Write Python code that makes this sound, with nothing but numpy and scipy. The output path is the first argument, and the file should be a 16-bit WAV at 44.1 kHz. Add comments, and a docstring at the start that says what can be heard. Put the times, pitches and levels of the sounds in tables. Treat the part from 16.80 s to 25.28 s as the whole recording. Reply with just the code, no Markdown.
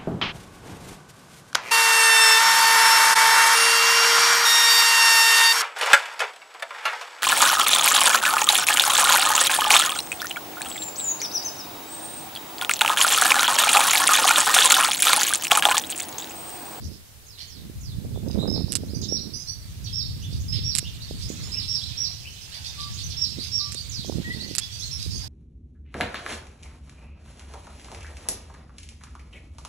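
"""Swallows under a road bridge

A swallow colony twitters under concrete: arched screams, falling slides, tumbling runs, rising chirps and raspy
chatter are gliding sine tones, echoed by the bridge. Far birds on the river bank pipe pure tones.
Wind is shaped noise and single pushes at two microphone ports; a plastic casing creaks as decaying rings.
The left port hears the birds more dully and later, and less of the gusts and creaks; a steady hiss lies below."""
import sys
import numpy as np
from scipy import signal
from scipy.fft import rfft, irfft, next_fast_len
from scipy.io import wavfile
from scipy.ndimage import uniform_filter1d, map_coordinates

SR = 44100
rng = np.random.default_rng(int(sys.argv[2]) if len(sys.argv) > 2 else 0)


def dump(signal):
    """Clip the signal to [-1, 1] and save it as 16-bit WAV at the path in sys.argv[1]."""
    limited = np.clip(np.atleast_2d(signal).T, -1, 1)
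    pcm = np.round(limited * 32767).astype(np.int16)
    wavfile.write(sys.argv[1], SR, pcm)


N = 373968  # length in samples

# Syllable shapes, how one note glides and swells: share of its length [0 to 1], pitch ratio, level/dB
SLIDE_SHAPE = [(0, 1, -4), (.2, .9, 0), (.5, .73, 0), (1, .56, -4)]
RISE_SHAPE = [(0, .74, 0.98), (.45, .84, 10.6), (.82, .97, 12), (1, 0.98, 20)]
HOOK_SHAPE = [(0, .82, -6), (.4, .93, -2), (.7, 1, 1.5), (1, .98, -2)]


def amp(db):
    """Turn decibels into a gain."""
    return 10 ** (np.asarray(db) / 20)


def unit(x):
    """Scale to an rms (average strength) of 1."""
    return x / np.sqrt(np.mean(x ** 2) + 1e-20)


def along(points, hz):
    """Read (f/Hz, value) points on a logarithmic frequency axis, as hearing spaces pitch."""
    f, value = np.transpose(points)
    return np.interp(np.log(hz + 1), np.log(f), value)


def level_curve(points):
    """Join (t/s, level/dB) points by straight lines, one level per sample."""
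    s, db = np.transpose(points)
    return np.interp(np.arange(N) / SR, s, db)


def wobble(rate, size=N):
    """A smooth random curve with `rate` random knots a second."""
    knots = rng.standard_normal(int(size * rate / SR) + 4)
    return map_coordinates(knots, [np.arange(size) * rate / SR], order=2)


def filtered(x, response):
    """Multiply the spectrum of x by a function of frequency."""
    size = next_fast_len(N + 8192)
    hz = np.fft.rfftfreq(size, 1 / SR)
    return irfft(rfft(x, size) * response(hz), size)[..., :N]


def coloured(x, spectrum):
    """Boost and cut x by (f/Hz, level/dB) points."""
    return filtered(x, lambda hz: amp(along(spectrum, hz)))


def noise(spectrum):
    """Coloured noise of rms 1, unrelated at the two ports."""
    return unit(coloured(rng.standard_normal((2, N)), spectrum))


def add(track, s, sound):
    """Mix a sound into the track at time s in seconds."""
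    start = max(0, min(N, round(s * SR)))
    track[..., start:start + sound.shape[-1]] += sound[..., :N - start]


def lagged(pair, lag_s):
    """Turning the phase in step with frequency makes the left port hear later than the right."""
    left = filtered(pair[0], lambda hz: np.exp(-2j * np.pi * hz * lag_s))
    return np.array([left, pair[1]])


def bridge(sound, beams_db, tail_db, pier=0, spread_s=.035, count=14):
    """Direct sound, slaps off the beams, perhaps one off the pier, and a diffuse tail, new for each call."""
    # time for the tail to die away by 60 dB under the deck: f/Hz, t60/s
    deck_decay = [(1000, 0.86), (3000, 0.85), (5500, 0.46), (10000, 0.29)]
    hz, t, grains = signal.stft(rng.standard_normal((2, SR * 2 // 3)), SR, nperseg=256)
    build_up = 1 - np.exp(-t / 0.0052)
    decay = amp(-60 * t / along(deck_decay, hz)[:, None])
    tail = signal.istft(grains * decay * build_up, SR, nperseg=256)[1]
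    response = amp(tail_db) * tail / np.linalg.norm(tail[0])
    for port in response:
        slap_at = (SR * (.004 + spread_s * rng.random(count))).astype(int)
        port[slap_at] += amp(beams_db) * rng.standard_normal(count) / np.sqrt(count)
    response[:, 0] += 1  # the direct sound
    response[:, int(.022 * SR)] += pier  # 22 ms behind it
    return signal.fftconvolve(sound[None], response / np.linalg.norm(response[0]), axes=1)


def syllable(shape, length_s, hz, rough, overtone_db=-32, buzz=0, flicker_db=3):
    """A gliding whistle trembles in pitch and strength; a slower second vibration adds buzzy sidebands."""
    size = int(length_s * SR)
    u = np.linspace(0, 1, size)
    share, ratio, db = np.transpose(shape)
    glide = uniform_filter1d(np.interp(u, share, ratio), size // 12)
    pitch_hz = hz * glide * (1 + rough * wobble(600, size))
    phase = 2 * np.pi * np.cumsum(pitch_hz) / SR
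    second_hz = 950 * rng.uniform(.8, 1.3) * glide * (1 + .02 * wobble(300, size))
    phase = phase + buzz * np.sin(2 * np.pi * np.cumsum(second_hz) / SR)
    swell = amp(np.interp(u, share, db) + flicker_db * wobble(233, size))
    swell = swell * signal.windows.tukey(size, .1)  # soft ends
    return np.sqrt(2) * swell * (np.sin(phase) + amp(overtone_db) * np.sin(2 * phase))


def rattled(call, depth_db):
    """A harsh note comes in quick uneven pulses, around 170 a second."""
    pulse_hz = 170 * rng.uniform(.7, 1.3) * (1 + .2 * wobble(100, len(call)))
    turns = np.cumsum(pulse_hz) / SR
    return call * unit(amp(depth_db * np.cos(2 * np.pi * turns)))


def screams():
    """Arched whistles rise, then drop, with an added slap off the pier."""
    # syllable shape: share of the length [0 to 1], pitch ratio, level/dB
    arch_shape = [(0, .88, -2), (.09, .98, 0), (.4, 1, 1.5), (.6, 1.01, 2.5), (.74, .95, 2), (.87, .81, 0),
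                  (1, .63, -6)]
    # each scream: t/s, f/Hz that the shape multiplies, level/dB that the shape adds to
    scream_list = [(1.672, 5320, -28), (2.282, 5620, -26), (3.126, 5425, -25.5), (3.68, 5280, -28.5),
                   (3.833, 5584, -26), (4.717, 5370, -26), (4.877, 5534, -24), (5.17, 5655, -23),
                   (6.364, 5495, -24.5), (6.715, 5555, -22.5)]
    out = np.zeros((2, N))
    for s, hz, db in scream_list:
        call = syllable(arch_shape, .095, hz, rough=.007, overtone_db=-35, flicker_db=1.5)
        add(out, s, amp(db) * bridge(call, beams_db=-2, tail_db=0, pier=.5))
    return out


def slides():
    """Short falling whistles with a buzzy edge."""
    # each slide: t/s, length/s, top f/Hz, level/dB that the shape adds to
    slide_list = [(2.214, 0.019, 6360, -27), (3.04, 0.038, 5990, -33.5), (3.739, 0.027, 5360, -34.5),
                  (4.803, 0.023, 5660, -33), (5.081, 0.026, 5690, -30.5), (6.3, 0.03, 5630, -31.5)]
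    out = np.zeros((2, N))
    for s, length_s, hz, db in slide_list:
        call = syllable(SLIDE_SHAPE, length_s, hz, rough=.05, buzz=.5)
        add(out, s, amp(db) * bridge(call, beams_db=4, tail_db=4))
    return out


def tumble(top_hz, count=6):
    """Short notes in quick succession, each lower than the last by a shrinking step."""
    # syllable shape: share of the length [0 to 1], pitch ratio, level/dB
    dip_shape = [(0, 1.09, -5), (.5, .97, 2), (1, 1.03, -8)]
    step_s, step_shrink = .0215, .79
    bottom_share = .35  # of the top pitch, which the notes sink towards
    call = np.zeros(int((count + 1) * step_s * SR))
    for k in range(count):
        hz = top_hz * (bottom_share + (1 - bottom_share) * step_shrink ** k)
        note = syllable(dip_shape, step_s, hz, rough=.028, flicker_db=2)
        add(call, k * step_s, amp(-.6 * (k - 2) ** 2) * note)  # the third note is loudest
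    return call


def tumbles():
    """Tumbling runs echo between the beams."""
    # each run: t/s, f/Hz that the first note's shape multiplies, level/dB that the shape adds to
    tumble_list = [(0.46, 6360, -44.5), (0.673, 6700, -41.5), (1.006, 6640, -41.5), (7.09, 6800, -30.5),
                   (7.121, 6080, -34)]
    out = np.zeros((2, N))
    for s, hz, db in tumble_list:
        add(out, s, amp(db) * bridge(tumble(hz), beams_db=-2, tail_db=-4))
    return out


def chirps():
    """Short rising whistles grow louder as they climb."""
    # each chirp: t/s, f/Hz that the shape multiplies, level/dB that the shape adds to
    chirp_list = [(2.078, 5250, -53), (3.394, 6400, -56), (3.416, 3686, -52), (4.038, 3570, -49),
                  (4.198, 4800, -50), (4.585, 4600, -52), (4.735, 3010, -52.5), (5.003, 4096, -45),
                  (5.44, 3110, -55), (6.112, 6900, -49), (6.579, 4840, -41), (6.946, 4810, -42),
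                  (7.583, 4650, -42), (8.006, 4500, -40)]
    out = np.zeros((2, N))
    for s, hz, db in chirp_list:
        call = syllable(RISE_SHAPE, .04, hz, rough=.028, overtone_db=-19)
        add(out, s, amp(db) * bridge(call, beams_db=-1, tail_db=-3))
    return out


def chatter():
    """Raspy notes combine a rough pitch, a buzzing second vibration and quick pulses."""
    # each raspy note: t/s, length/s, f/Hz that the shape multiplies, level/dB that the shape adds to
    rasp_list = [(.005, 0.059, 5320, -40.5), (0.098, 0.052, 5350, -46.5), (0.573, 0.056, 4600, -36.5),
                 (1.48, 0.01, 5340, -39.5), (1.508, 0.0093, 4970, -34), (1.534, 0.015, 4940, -44),
                 (3.508, .04, 4840, -37), (3.589, 0.036, 6400, -38.5), (3.721, 0.037, 4530, -31),
                 (4.402, 0.041, 4940, -34.5), (4.479, 0.025, 6940, -32.5), (5.716, 0.045, 4580, -31.5),
                 (5.84, 0.036, 4850, -28.5), (5.986, 0.036, 4760, -28.5), (6.167, 0.04, 4534, -30.5),
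                 (6.616, 0.043, 5050, -30), (7.241, 0.032, 6170, -36), (7.402, .03, 4460, -39),
                 (7.489, 0.078, 4510, -36.5), (7.68, 0.043, 4620, -34), (7.802, .045, 4860, -35.5),
                 (8.035, 0.038, 6580, -36), (8.187, 0.05, 5120, -29.5)]
    out = np.zeros((2, N))
    for s, length_s, hz, db in rasp_list:
        call = syllable(HOOK_SHAPE, length_s, hz, rough=.055, overtone_db=-15, buzz=.85, flicker_db=2)
        add(out, s, amp(db) * bridge(rattled(call, depth_db=6), beams_db=-1, tail_db=-3))
    return out


def duets():
    """Two-voiced notes sound one pitch from each side of the syrinx, the bird's voice organ."""
    # syllable shape: share of the length [0 to 1], pitch ratio, level/dB
    level_shape = [(0, .94, -2.5), (.3, .995, 3), (.7, 1.015, 1), (1, .99, -7)]
    # each note: t/s, length/s, lower f/Hz and upper f/Hz that the shape multiplies, level/dB that it adds to
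    duet_list = [(1.345, 0.035, 3560, 3650, -52), (1.582, 0.073, 3795, 4004, -40),
                 (1.884, 0.05, 5030, 5700, -39.5), (2.143, 0.031, 4850, 5980, -37.5),
                 (2.532, 0.05, 5040, 5900, -33.5), (2.583, 0.06, 5120, 6150, -39),
                 (2.67, 0.051, 4560, 5730, -34), (4.282, 0.023, 3733, 5200, -41),
                 (4.43, 0.043, 5090, 5200, -42), (4.62, .06, 5300, 6880, -41),
                 (5.614, 0.025, 5050, 6060, -41.5), (5.856, .038, 3610, 4960, -40),
                 (5.997, 0.03, 3690, 4830, -37), (6.233, 0.024, 5770, 6200, -35),
                 (7.805, 0.052, 3390, 5260, -40.5), (7.913, 0.057, 4600, 5880, -40),
                 (7.989, 0.034, 5510, 6430, -35), (8.11, 0.0505, 5315, 5610, -32.5),
                 (8.305, 0.061, 4630, 5280, -35.5), (8.348, 0.042, 4810, 6410, -35),
                 (8.406, 0.048, 4780, 5230, -37)]
    out = np.zeros((2, N))
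    for s, length_s, low_hz, high_hz, db in duet_list:
        low = syllable(level_shape, length_s, low_hz, rough=.02, overtone_db=-15)
        high = syllable(level_shape, length_s, high_hz, rough=.02)
        call = rattled(low + amp(-1) * high, depth_db=2.5)
        add(out, s, amp(db) * bridge(call, beams_db=-1, tail_db=-4))
    return out


def swallows():
    """The near birds call on the wing and from their nests, all kinds of call added up."""
    return screams() + slides() + tumbles() + chirps() + chatter() + duets()


def colony(count=800, groups=10):
    """Many farther birds in groups of nests overlap their gritty syllables in a running twitter."""
    # loudness of the birds deep under the deck: t/s, level/dB
    colony_level = [(0, -60), (2.9, -49.5), (3.7, -48), (4.7, -39.5), (5.5, -43), (6.1, -39.5), (7.3, -42),
                    (8.48, -40.5)]
    # filter for their twitter: f/Hz, level/dB, before scaling to rms 1
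    colony_colour = [(700, -5), (1500, -17), (2300, -14), (3500, -3.5), (4800, -1), (7000, 3),
                     (10000, -1.5), (13000, -40)]
    nests = np.zeros((groups, N))
    for i, (when, length, pitch, loudness) in enumerate(rng.random((count, 4))):
        shape = (RISE_SHAPE, SLIDE_SHAPE, HOOK_SHAPE)[i % 3]
        hz = 2400 * 2.7 ** pitch
        call = syllable(shape, .02 + .04 * length, hz, rough=.035, overtone_db=-8, buzz=.7)
        start_s = (i + when) / count * N / SR
        add(nests[i % groups], start_s, amp(5 * loudness) * unit(rattled(call, depth_db=6)))
    echoed = sum(bridge(calls, beams_db=4, tail_db=3) for calls in nests)
    return amp(level_curve(colony_level)) * unit(coloured(echoed, colony_colour))


def bank_birds():
    """Pure distant pipes waver a little in strength, with a soft echo."""
    # each pipe: t/s, length/s, start f/Hz, end f/Hz, level/dB before the waver
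    pipe_list = [(5.955, 0.16, 1163, 1170, -41), (6.776, 0.15, 1168, 1169, -42),
                 (7.432, 0.09, 1884, 1947, -33.5), (7.498, 0.033, 1920, 2033, -31.5),
                 (7.529, 0.2, 1952, 2035, -46)]
    out = np.zeros((2, N))
    for s, length_s, start_hz, end_hz, db in pipe_list:
        size = int(length_s * SR)
        phase = 2 * np.pi * np.cumsum(np.linspace(start_hz, end_hz, size)) / SR
        pipe = np.sin(phase) * signal.windows.tukey(size, .7)
        pipe = pipe * amp(2.6 * wobble(60, size))
        add(out, s, amp(db) * bridge(pipe, beams_db=-14, tail_db=-14))
    return out


def gusts():
    """Each side gust swells quickly, holds and dies away; the strongest counts at every sample."""
    # gusts from the right: t/s when the hold starts, hold/s, level/dB
    gust_list = [(0.034, 0.079, -41), (0.783, 0.047, -42.5), (1.19, .25, -38.5), (1.46, 0.022, -25.5),
                 (1.55, 0.25, -26.5), (1.908, 0.51, -35), (2.411, 0.13, -37.5), (4.466, 0.36, -45.5),
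                 (6.572, 0.021, -38.5), (7.285, 0.11, -33), (7.489, 0.23, -36.5)]
    rise_db_per_s, fall_db_per_s = 257, 225
    t = np.arange(N) / SR
    swells = []
    for s, hold_s, db in gust_list:
        before, after = np.maximum(s - t, 0), np.maximum(t - s - hold_s, 0)
        swells.append(db - rise_db_per_s * before - fall_db_per_s * after)
    return amp(np.max(swells, axis=0))


def buffeting(breeze_db, sideways):
    """Eddies push on each port on its own, as lumpy low noise; the left port is in the lee of side gusts."""
    # colour of the buffeting: f/Hz, level/dB, before scaling to rms 1
    buffet_colour = [(30, -50), (50, -4), (95, 1), (140, -5.5), (220, -18.5), (400, -35), (1000, -59)]
    lumps = amp(2.8 * np.array([wobble(35), wobble(35)]))
    buffet = amp(breeze_db + 3) * unit(lumps * noise(buffet_colour))
    buffet[0] *= amp(-2 - 14 * sideways)  # dB lost in a breeze, dB more in a gust
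    return buffet


def fluttering(breeze_db, gust, sideways):
    """Side gusts break into thick random eddies, and strong ones tear into quick brighter bursts."""
    # colour of the flutter: f/Hz, level/dB, before scaling to rms 1
    flutter_colour = [(90, -5.5), (200, 7.5), (330, -0.5), (520, -10.5), (800, -26.5), (1300, -35),
                      (2500, -39), (5000, -77)]
    # colour of the bursts: f/Hz, level/dB, before their swings and scaling to rms 1
    tatter_colour = [(150, -23), (430, 1.5), (750, -8.5), (1300, -21.5), (3000, -55)]
    eddies_per_s = 750  # on average
    eddies = (rng.random((2, N)) < eddies_per_s / SR) * rng.standard_normal((2, N))
    gust_part = gust * amp(2.5 * wobble(60))
    breeze_part = amp(breeze_db - 19.5 + 5.8 * wobble(22))
    flutter = (gust_part + breeze_part) * unit(coloured(eddies, flutter_colour))
    bursts = unit(amp(7 * wobble(110)) * noise(tatter_colour))
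    return flutter + amp(-9) * gust * sideways * bursts


def puffs():
    """Single eddies hit a port as one smooth push and pull, small ones higher in pitch."""
    # each puff: t/s, centre f/Hz, peak level/dB at the right port
    puff_list = [(0.899, 215, -26.5), (1.187, 101, -17.5), (1.25, 320, -26.5), (1.361, 463, -26.5),
                 (1.376, 294, -19.5), (1.468, 260, -23), (1.479, 230, -17), (1.56, 467, -23),
                 (1.577, 300, -16.5), (1.637, 260, -16.5), (1.647, 330, -18.5), (1.656, 550, -21),
                 (1.717, 360, -19.5), (1.765, 450, -28), (1.779, 390, -20), (1.807, 170, -16),
                 (1.82, 141, -15), (1.845, 99, -11.5), (1.883, 466, -30), (2.036, 303, -20),
                 (2.136, 220, -19), (2.325, 296, -14), (3.528, 234.5, -32.5), (3.79, 216, -26.5),
                 (4.029, 276, -29), (4.311, 310, -20.5), (4.503, 244, -20), (6.587, 231.7, -24),
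                 (6.951, 286, -29.5), (7.196, 112, -22), (7.248, 425, -27), (7.298, 330, -13.5),
                 (7.324, 569, -27), (7.358, 129, -15), (7.385, 248, -20), (7.402, 141, -15.5),
                 (7.713, 244, -23), (8.264, 230, -28)]
    out = np.zeros((2, N))
    t = np.arange(-SR // 100, SR // 100) / SR
    for s, hz, db in puff_list:
        u = 2 * np.pi * hz * t
        add(out, s + t[0], amp(db) * u * np.exp((1 - u * u) / 2))
    return out


def wind():
    """A breeze buffets both ports; flutter and puffs strike mainly the windward right port."""
    # strength of the breeze: t/s, level/dB
    breeze_level = [(0.06, -37), (0.27, -57), (0.62, -54.5), (0.88, -39.5), (1.8, -29), (1.9, -37.5),
                    (2.1, -31.5), (2.75, -45.5), (3.0, -35), (3.8, -31), (4.15, -37.5), (4.55, -34.5),
                    (5.35, -42), (5.6, -47.5), (5.9, -44), (6.1, -37), (7.0, -42), (7.35, -36.5),
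                    (7.9, -44.5), (8.3, -35.5), (8.48, -38.5)]
    breeze_db = level_curve(breeze_level)
    gust = gusts()
    sideways = gust / (gust + amp(-27))  # near 0 in a light breeze, towards 1 in a gust
    flutter = fluttering(breeze_db, gust, sideways) + puffs()
    return buffeting(breeze_db, sideways) + flutter * amp([[-24], [0]])


def slips(s, db, gap_s, length_s):
    """A run of stick-slip clicks at slightly uneven gaps weakens fast, then slowly: rows (t/s, level/dB)."""
    k = np.arange(round(length_s / gap_s) + 1)
    uneven = .05 * np.sqrt(k) * rng.standard_normal(len(k))
    return list(zip(s + gap_s * (k + uneven), db - 5 * np.log2(1 + k)))


def casing():
    """The plastic shell gives and springs back; each slip rings it by the right port, faint and dull at left."""
    # creaks, in pairs for give and spring-back: t/s, level/dB of the first slip, gap between slips/s, length/s
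    creak_list = [(1.922, -13, 0.0078, .015), (1.954, -8.5, 0.0042, .018), (3.952, -8, 0.007, .027),
                  (3.9848, -7.5, 0.0029, .008), (6.922, -21, 0.0053, .01), (6.946, -22.5, 0.003, .004),
                  (7.7518, -14, 0.0071, .015), (7.7834, -8.5, 0.004, .017)]
    # ringing tones of the shell: average f/Hz, level/dB against the slip, t60/s (time to fall by 60 dB)
    shell_tones = [(1620, -65, 0.011), (2890, -21, 0.017), (5030, 8, 0.0011), (7600, 4.5, 0.0019),
                   (7600, -23, 0.028), (9270, -21, 0.01)]
    out, t = np.zeros((2, N)), np.arange(SR // 30) / SR
    clicks = [click for creak in creak_list for click in slips(*creak)]
    for s, db in clicks:
        pitches = rng.normal(1, 0.066, len(shell_tones))  # each slip rings slightly differently
        ring = np.zeros(len(t))
        for (hz, level_db, t60), pitch in zip(shell_tones, pitches):
            ring += amp(level_db - 60 * t / t60) * np.sin(2 * np.pi * hz * pitch * t)
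        crack = .7 * amp(-60 * t / .003) * rng.standard_normal((2, len(t)))
        rattle = .06 * amp(-60 * t / .035) * rng.standard_normal((2, len(t)))
        attack = 1 - np.exp(-t / 0.000096)
        add(out, s, amp(db) * attack * (ring + crack + rattle))
    left = coloured(out[0], [(2500, -7.0), (5000, -13), (8000, -27)])
    right = coloured(out[1], [(300, -68), (1200, 0.0), (11500, 10.5), (14000, -23)])
    return np.array([left, right])


def hiss():
    """River and microphone hiss is steady coloured noise."""
    # colour of the hiss: f/Hz, level/dB, before scaling to rms 1
    air_colour = [(40, -0.5), (150, -12.5), (420, -13), (800, -17.5), (1500, -18.5), (13000, -18.5),
                  (15500, -21.5)]
    return amp(-50.0) * noise(air_colour)


def scene():
    """Birds reach two unlike ports at slightly different times, with wind, clicks and hiss added."""
    # how the left port hears the swallows against the right one: f/Hz, level/dB
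    left_colour = [(1000, 10.5), (2000, 7), (3200, -5.5), (5000, -15), (8000, -28), (12000, -61)]
    left, right = swallows() + colony()
    near = lagged([coloured(left, left_colour), right], lag_s=0.00034)
    far = lagged(bank_birds(), lag_s=0.00019)
    return near + far + wind() + casing() + hiss()


def record(dry):
    """The sound clips at full scale, then loses everything from the band limit of 15.7 kHz up."""
    return filtered(np.clip(dry, -1, 1), lambda hz: hz < 15700)


dry = scene()
out = record(dry)
dump(out)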